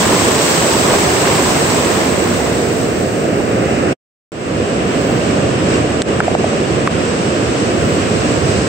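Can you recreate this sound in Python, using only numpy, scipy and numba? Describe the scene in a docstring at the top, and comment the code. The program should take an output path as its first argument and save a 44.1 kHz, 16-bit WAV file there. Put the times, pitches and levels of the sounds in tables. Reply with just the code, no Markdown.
"""A spent wave foams past and dies away while far breakers roar and wind rumbles on the microphone.
This is surf on a flat sandy beach, heard from the phone of an angler standing in the shallows.
Ringing bubbles and surging noise make the near wash; the breakers are roar, rush and spray.
The sound cuts out once and fades back in; later the tackle snaps and knocks close by,
and a limiter ducks the sea."""
import sys
import numpy as np
from scipy import signal
from scipy.fft import rfft, irfft, next_fast_len
from scipy.io import wavfile
from scipy.ndimage import uniform_filter1d, minimum_filter1d
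from numba import njit

SR = 44100
rng = np.random.default_rng(int(sys.argv[2]) if len(sys.argv) > 2 else 0)


def generate_wav(signal):
    """Clip the signal to [-1, 1] and save it as 16-bit WAV at the path in sys.argv[1]."""
    frames = np.transpose(np.atleast_2d(signal))
    scaled = np.clip(frames, -1, 1) * 32767
    pcm = np.round(scaled).astype(np.int16)
    wavfile.write(sys.argv[1], SR, pcm)


N = 382770
TIME = np.arange(N) / SR
CUT_S, RESUME_S = 3.9275, 4.319  # the gap in the sound


def wash():
    """The near wave: big bubbles churn first, and the fizz of the foam lasts as the water thins out."""
    # spectra of the churning water and of the foam: f/Hz, level/dB
    churn_colour = [(60, -43.5), (170, -17.5), (260, -2.5), (400, 2.5), (500, 0.5), (740, 0.5), (1020, 1.5),
                    (1400, -3), (1750, -4), (2300, -6), (2800, -7.5), (3600, -16), (5000, -23)]
    fizz_colour = [(300, -43), (2200, -4.5), (3500, -2.5), (5000, -2), (7000, -2), (10000, -6), (15000, -2)]
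    # likeness of the two ports for water at the angler's feet: f/Hz, correlation
    near_likeness = [(300, 1), (550, 0.65), (780, 0.24), (1020, 0.19), (1380, -0.13), (1850, 0.079),
                     (3100, -0.019), (4500, .05)]
    # sloshes that lift the churn: peak t/s, half-length/s, swell/dB
    sloshes = [(.12, .15, 1), (.93, 0.043, 2), (1.32, 0.088, 1.5), (2.0, 0.041, 1.5)]
    # faint swells of fine fizz once the wave has passed: peak t/s, half-length/s, level/dB
    fine_swells = [(3.66, 0.2, -39), (4.5, 0.17, -42), (5.05, 0.37, -35), (7.95, 0.28, -34),
                   (8.53, 0.17, -37.5)]
    # only the smallest bubbles are left in those swells: f/Hz, gain/dB
    fine_tilt = [(7000, -10), (12000, -2)]
    gurgle = bubbles(287, 4210, per_s=1000, cycles=15.4, spread_db=1.0, sizes=22)
    popping = bubbles(3000, 14000, per_s=5000, cycles=6.7, spread_db=0.0, sizes=8)
    churn = ports(gurgle + undb(7) * turbulence(rate_hz=21, depth_db=-0.1), churn_colour, near_likeness)
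    fizz = ports(popping + turbulence(rate_hz=18, depth_db=1.5), fizz_colour)
    fine = colour(ports(turbulence(rate_hz=8, depth_db=5.0), fizz_colour), fine_tilt)
    spent_s, drain_power = 2.39, 4.3  # the churn dies ever faster, 6 dB down at spent_s
    churn_gain = undb(-17.5 + swells(sloshes)) * .5 ** ((TIME / spent_s) ** drain_power)
    hold_s, knee_s, fade_db_per_s = 1.615, 0.34, 9.5  # the foam holds, then fades evenly
    fading_s = knee_s * np.logaddexp(0, (TIME - hold_s) / knee_s)
    fizz_gain = undb(-18 - fade_db_per_s * fading_s)
    fine_gain = sum(undb(db) * bell(s, half_s) for s, half_s, db in fine_swells)
    return churn * churn_gain + fizz * fizz_gain + fine * fine_gain


def bubble_ring(life, cycles):
    """A bubble rings down as life goes from 0 to 1, rising in pitch as it nears the surface."""
    return np.sin(2 * np.pi * cycles * (life + .1 * life ** 2)) * np.exp(-np.log(300) * life)


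def bubbles(low_hz, high_hz, per_s, cycles, spread_db, sizes):
    """A cloud of bubbles in several sizes, born at random and unrelated in the two channels."""
    out = np.zeros((2, N))
    for hz in np.geomspace(low_hz, high_hz, sizes):
        born = rng.random((2, N), dtype=np.float32) < per_s / sizes / SR
        strength = np.minimum(rng.exponential(size=N // 16), 5)
        polarity = rng.choice([-1, 1], N // 16)
        births = np.zeros((2, N))
        births[born] = np.resize(undb(spread_db * strength) * polarity, born.sum())
        ring = bubble_ring(np.linspace(0, 1, int(cycles * SR / hz) + 2), cycles)
        out += unit(signal.oaconvolve(births, ring[None], axes=1)[:, :N]) * np.sqrt(hz)
    return unit(out)


def splashes(bubble_count=18, cycles=8):
    """Water folds over and traps air: a jumble of bubbles, each ringing for a moment."""
    # bubble clusters: t/s, length/s, lowest f/Hz, highest f/Hz, level/dB
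    clusters = [(0.086, 0.065, 550, 1200, -13), (.892, .075, 450, 1600, -13.5),
                (1.478, 0.022, 700, 1100, -18.5), (1.681, 0.028, 800, 1700, -27.5),
                (3.395, 0.017, 750, 1210, -24.5)]
    out = np.zeros((2, N))
    age = np.arange(SR // 16) / SR
    for s, length_s, low_hz, high_hz, db in clusters:
        for when, pitch, place, strength in rng.random((bubble_count, 4)):
            hz = low_hz * (high_hz / low_hz) ** pitch
            ring = bubble_ring(age * hz / cycles, cycles)
            pan = np.sqrt([[.5 + place], [1.5 - place]])
            i = int((s + when * length_s) * SR)
            out[:, i:i + len(age)] += undb(db) * (.5 + strength) * pan * ring
    return out


def breakers():
    """Far waves: air clouds boom low, the crests rush above them, and spray hisses on top."""
    # spectra of the air clouds and of the spray: f/Hz, level/dB
    roar_colour = [(25, -43), (40, -37.5), (60, -11), (100, -5), (160, -2.5), (300, -0.5), (420, -1),
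                   (560, -4), (730, -8), (900, -19), (1200, -18.5), (2500, -63.5)]
    spray_colour = [(2500, -20), (3600, 1), (5200, 2), (6700, -0.5), (8000, -2.5), (10000, -9.5),
                    (15000, -24.5)]
    # crests spilling over: peak t/s, half-length/s, rush swell/dB, spray swell/dB
    spills = [(3.85, 0.38, 2.5, 2), (4.8, 0.9, 1.4, 3), (5.73, 0.085, 3.5, 4), (8.0, .45, .5, 0.4)]
    rush_db_per_s, spray_db_per_s = 0.5737, 1.796  # both grow as the next wave rolls nearer
    spill_db = swells(spills)
    roar_db = -17 + 0.58 * spill_db  # the roar follows each spill only in part
    rush_db = -30 + rush_db_per_s * TIME + spill_db
    spray_db = -45.5 + spray_db_per_s * TIME + swells(spills, column=3)
    roar = ports(turbulence(rate_hz=22, depth_db=0.5), roar_colour) * undb(roar_db)
    rush = crests() * undb(rush_db)
    spray = ports(turbulence(rate_hz=12, depth_db=0.73), spray_colour) * undb(spray_db)
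    return roar + rush + spray


def crests():
    """Rush from all along the beach; the nearest crest lies right before the gap and left after it."""
    # spectrum of breaking crests: f/Hz, level/dB
    rush_colour = [(600, -28.5), (950, 1), (1200, 1), (1600, 0), (2200, -2.5), (2800, -1.5), (3400, -10),
                   (4500, -28)]
    # each bearing: left port lag/s, nearest crest level/dB, tint of the whole rush (f/Hz, gain/dB)
    to_right = (.00056, -1.8, [(780, 4.5), (1010, -6), (1250, 0.5), (1550, -0.5), (2250, -1.5),
                (2800, -1.5), (3400, -7.5)])
    to_left = (-.00056, -6.5, [(800, 0), (1080, 1.5), (2000, -0.072), (2800, .7), (3400, 1)])
    around = ports(turbulence(rate_hz=17, depth_db=.5), rush_colour)
    nearest = unit(colour(rng.standard_normal(N), rush_colour))
    before, after = (colour(around + undb(db) * from_side(nearest, lag_s), tint)
                     for lag_s, db, tint in (to_right, to_left))
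    return unit(np.where(TIME < CUT_S, before, after))


def rod_knocks(upper_mode_ratio=1.8):
    """Dull knocks of rod and hand: a short scuff and a few cycles of ring; harder ones land twice."""
    # blows: t/s, ring f/Hz, rise/s, level/dB, relative contact level/dB, left port lag/s
    knocks = [(6.2038, 1380, 0.00022, -6.5, -4, .0001), (6.2048, 900, 0.00038, 3.5, -11.5, .0001),
              (6.2804, 690, 0.0015, -2.5, -18, -.0001), (6.3508, 683, 0.0011, 1, -19, -.0002),
              (6.4426, 650, 0.0014, -5, -23, -.00005), (6.532, 700, 0.0011, -14, -20, 0),
              (6.8744, 1200, 0.00026, -5, -1.5, .00005), (6.8755, 1180, 0.00074, 1, -20, .00005)]
    # spectrum of the contact noise: f/Hz, level/dB
    scuff_colour = [(80, -19), (300, 4), (1000, 22), (2300, 15), (4000, -17), (7000, -12), (12000, -16)]
    out = np.zeros((2, N))
    age = np.arange(SR // 16) / SR
    for s, hz, rise_s, db, contact_db, lag_s in knocks:
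        swell = age / rise_s * np.exp(1 - age / rise_s)  # a padded contact takes a moment to build up
        ring = np.sin(2 * np.pi * hz * age) * swell
        # a harder contact also wakes an upper mode, which dies twice as fast
        upper = undb(-5) * np.sin(2 * np.pi * upper_mode_ratio * hz * age) * swell ** 2
        burst = unit(colour(rng.standard_normal(len(age)), scuff_colour))
        scuff = undb(5.5) * burst * np.exp(-age / 0.002)
        knock = undb(db) * (ring + undb(contact_db) * (upper + scuff))
        i = int(s * SR)
        out += from_side(np.pad(knock, (i, N - i - len(age))), lag_s)
    return out


def bail_snap():
    """The reel's wire bail snaps and rebounds at once: a bright double click in the centre."""
    # snap and rebound: t/s, level/dB, t60/s
    snaps = [(6.0197, 6, 0.0028), (6.024, -5, 0.0019)]
    # spectrum of the click: f/Hz, level/dB
    snap_colour = [(500, -10), (1600, 5.5), (2800, 1), (4200, -9), (6500, 5), (8000, 0), (11000, -15),
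                   (15000, -38)]
    out = np.zeros((2, N))
    age = np.arange(SR // 16) / SR
    for s, db, t60 in snaps:
        burst = unit(colour(rng.standard_normal(len(age)), snap_colour))
        i = int(s * SR)
        out[:, i:i + len(age)] += undb(db) * burst * np.exp(-np.log(1000) * age / t60)
    return out


def wind(breeze_db=-31):
    """Eddies buffet the body of the phone, harder in each gust."""
    # spectrum of the rumble: f/Hz, level/dB
    wind_colour = [(20, -45), (35, -27), (55, -14), (75, 0), (120, 0.5), (200, -1.5), (500, -34),
                   (1500, -72)]
    # gusts above the breeze: peak t/s, half-length/s, swell/dB
    gusts = [(4.6, .2, 4), (5.5, 0.6, 6.5), (6.9, 0.35, 4.3), (8.3, 0.87, 8.8)]
    return ports(turbulence(rate_hz=13, depth_db=2.0), wind_colour) * undb(breeze_db + swells(gusts))


def turbulence(rate_hz, depth_db):
    """Two unrelated noises that surge together along a smooth random curve."""
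    knots = rng.standard_normal(int(N / SR * 100))
    joined = np.interp(TIME * rate_hz, np.arange(len(knots)), knots)
    surge = 1.3 * uniform_filter1d(joined, int(SR / rate_hz))  # spread near 1
    return rng.standard_normal((2, N)) * undb(depth_db * surge)


def ports(pair, spectrum, likeness=None):
    """Two unrelated signals become one coloured sound at the spaced ports: alike in the bass, wide above."""
    # likeness of the ports for sound from all round: f/Hz, correlation
    all_round = [(60, 0.84), (280, 0.91), (480, 0.71), (720, 0.13), (1050, -0.32), (1700, -0.036),
                 (2400, 0.098), (4000, -0.014)]
    size = next_fast_len(N, True)
    freqs = np.fft.rfftfreq(size, 1 / SR)
    like = np.clip(curve(all_round if likeness is None else likeness, freqs), -.98, .98)
    mid, side = rfft(pair, size) * np.sqrt([1 + like, 1 - like]) * undb(curve(spectrum, freqs))
    return unit(irfft([mid + side, mid - side], size)[:, :N])


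def from_side(x, lag_s):
    """A sound from one direction reaches the left port lag_s after the right."""
    shift = int(round(lag_s * SR / 2))
    return np.array([np.roll(x, shift), np.roll(x, -shift)])


def bell(s, half_s):
    """A smooth rise to 1 at s and a like fall."""
    return np.exp(-((TIME - s) / half_s) ** 2)


def swells(rows, column=2):
    """The dB that rows of (peak t/s, half-length/s, swell/dB, ..) add through time."""
    return sum(row[column] * bell(*row[:2]) for row in rows)


def colour(x, points, column=1):
    """Filter by a table of f/Hz, gain/dB."""
    size = next_fast_len(x.shape[-1], True)
    gain = undb(curve(points, np.fft.rfftfreq(size, 1 / SR), column))
    return irfft(rfft(x, size) * gain, size)[..., :x.shape[-1]]


def curve(points, freqs, column=1):
    """One column of an (f/Hz, ..) table, joined on a log-frequency axis."""
    points = np.array(points)
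    return np.interp(np.log(freqs + 1), np.log(points[:, 0]), points[:, column])


def undb(db):
    """Decibels to gain."""
    return 10 ** (np.asarray(db) / 20)


def unit(x):
    """Scale to rms 1."""
    return x / np.sqrt(np.mean(x ** 2))


def microphone(x, overload):
    """Close blows overload the capsules; the ports ring in the treble and differ in sensitivity."""
    # treble response: f/Hz, mid gain/dB, side gain/dB
    treble = [(5530, 1.5, 1.5), (6920, 1, -1), (7410, 7, -4.5), (7910, 11, 2.5), (8430, 7, -2),
              (9310, -3.5, -1), (9620, -2.5, -12), (9780, -17, -15.5), (10700, -35, -28.5),
              (11670, -20, -18), (11800, -13.5, -16), (13200, -9.5, -8.5), (15550, -7, -8.5)]
    # sensitivity of the ports: f/Hz, left minus right/dB
    balance = [(60, -1.5), (110, -3), (200, -2), (380, -3), (700, -2.5), (1290, -0.5), (2380, -1.5),
               (4400, -1.5), (8120, -0.5), (15000, 3.5)]
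    left, right = overload * np.tanh(x / overload)
    mid = colour((left + right) / 2, treble, column=1)
    side = colour((left - right) / 2, treble, column=2)
    return np.array([colour(mid + sign * side, [(hz, sign * db / 2) for hz, db in balance])
                     for sign in (1, -1)])


@njit
def recover(gain, step):
    """Follow a gain down at once and let it creep back up."""
    out, g = np.empty(len(gain)), 1.
    for i in range(len(gain)):
        g = min(gain[i], g * step)
        out[i] = g
    return out


def limiter(x, ceiling, hold_s, release_db_per_s, ahead=6):
    """Peaks pull both channels down a few samples ahead; the gain holds briefly and then climbs back."""
    needed = np.minimum(1, ceiling / (np.abs(x).max(axis=0) + 1e-9))
    half = int(hold_s * SR / 2)
    held = minimum_filter1d(needed, 2 * half + 1, origin=half - ahead)
    gain = recover(held, float(undb(release_db_per_s / SR)))
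    return x * uniform_filter1d(gain, 2 * ahead)


def scene():
    """Sea, wind and tackle together."""
    return breakers() + wash() + splashes() + wind() + rod_knocks() + bail_snap()


def record(dry):
    """The limiter ducks the sea after hard blows, and the sound cuts out once and fades back in."""
    picked_up = microphone(dry, overload=3.6)
    limited = limiter(picked_up, ceiling=1.0, hold_s=0.018, release_db_per_s=240.0)
    cut_tau_s, resume_db, resume_tau_s, top_hz = 0.0041, -13, 0.15, 15700
    fade_out = np.exp(-np.maximum(TIME - CUT_S, 0) / cut_tau_s)
    fade_in = undb(resume_db * np.exp(-np.maximum(TIME - RESUME_S, 0) / resume_tau_s))
    gate = np.where(TIME < RESUME_S, fade_out, fade_in)
    lowpass = signal.ellip(10, .2, 80, top_hz, fs=SR, output="sos")
    return signal.sosfilt(lowpass, limited * gate)


dry = scene()
out = record(dry)
generate_wav(out)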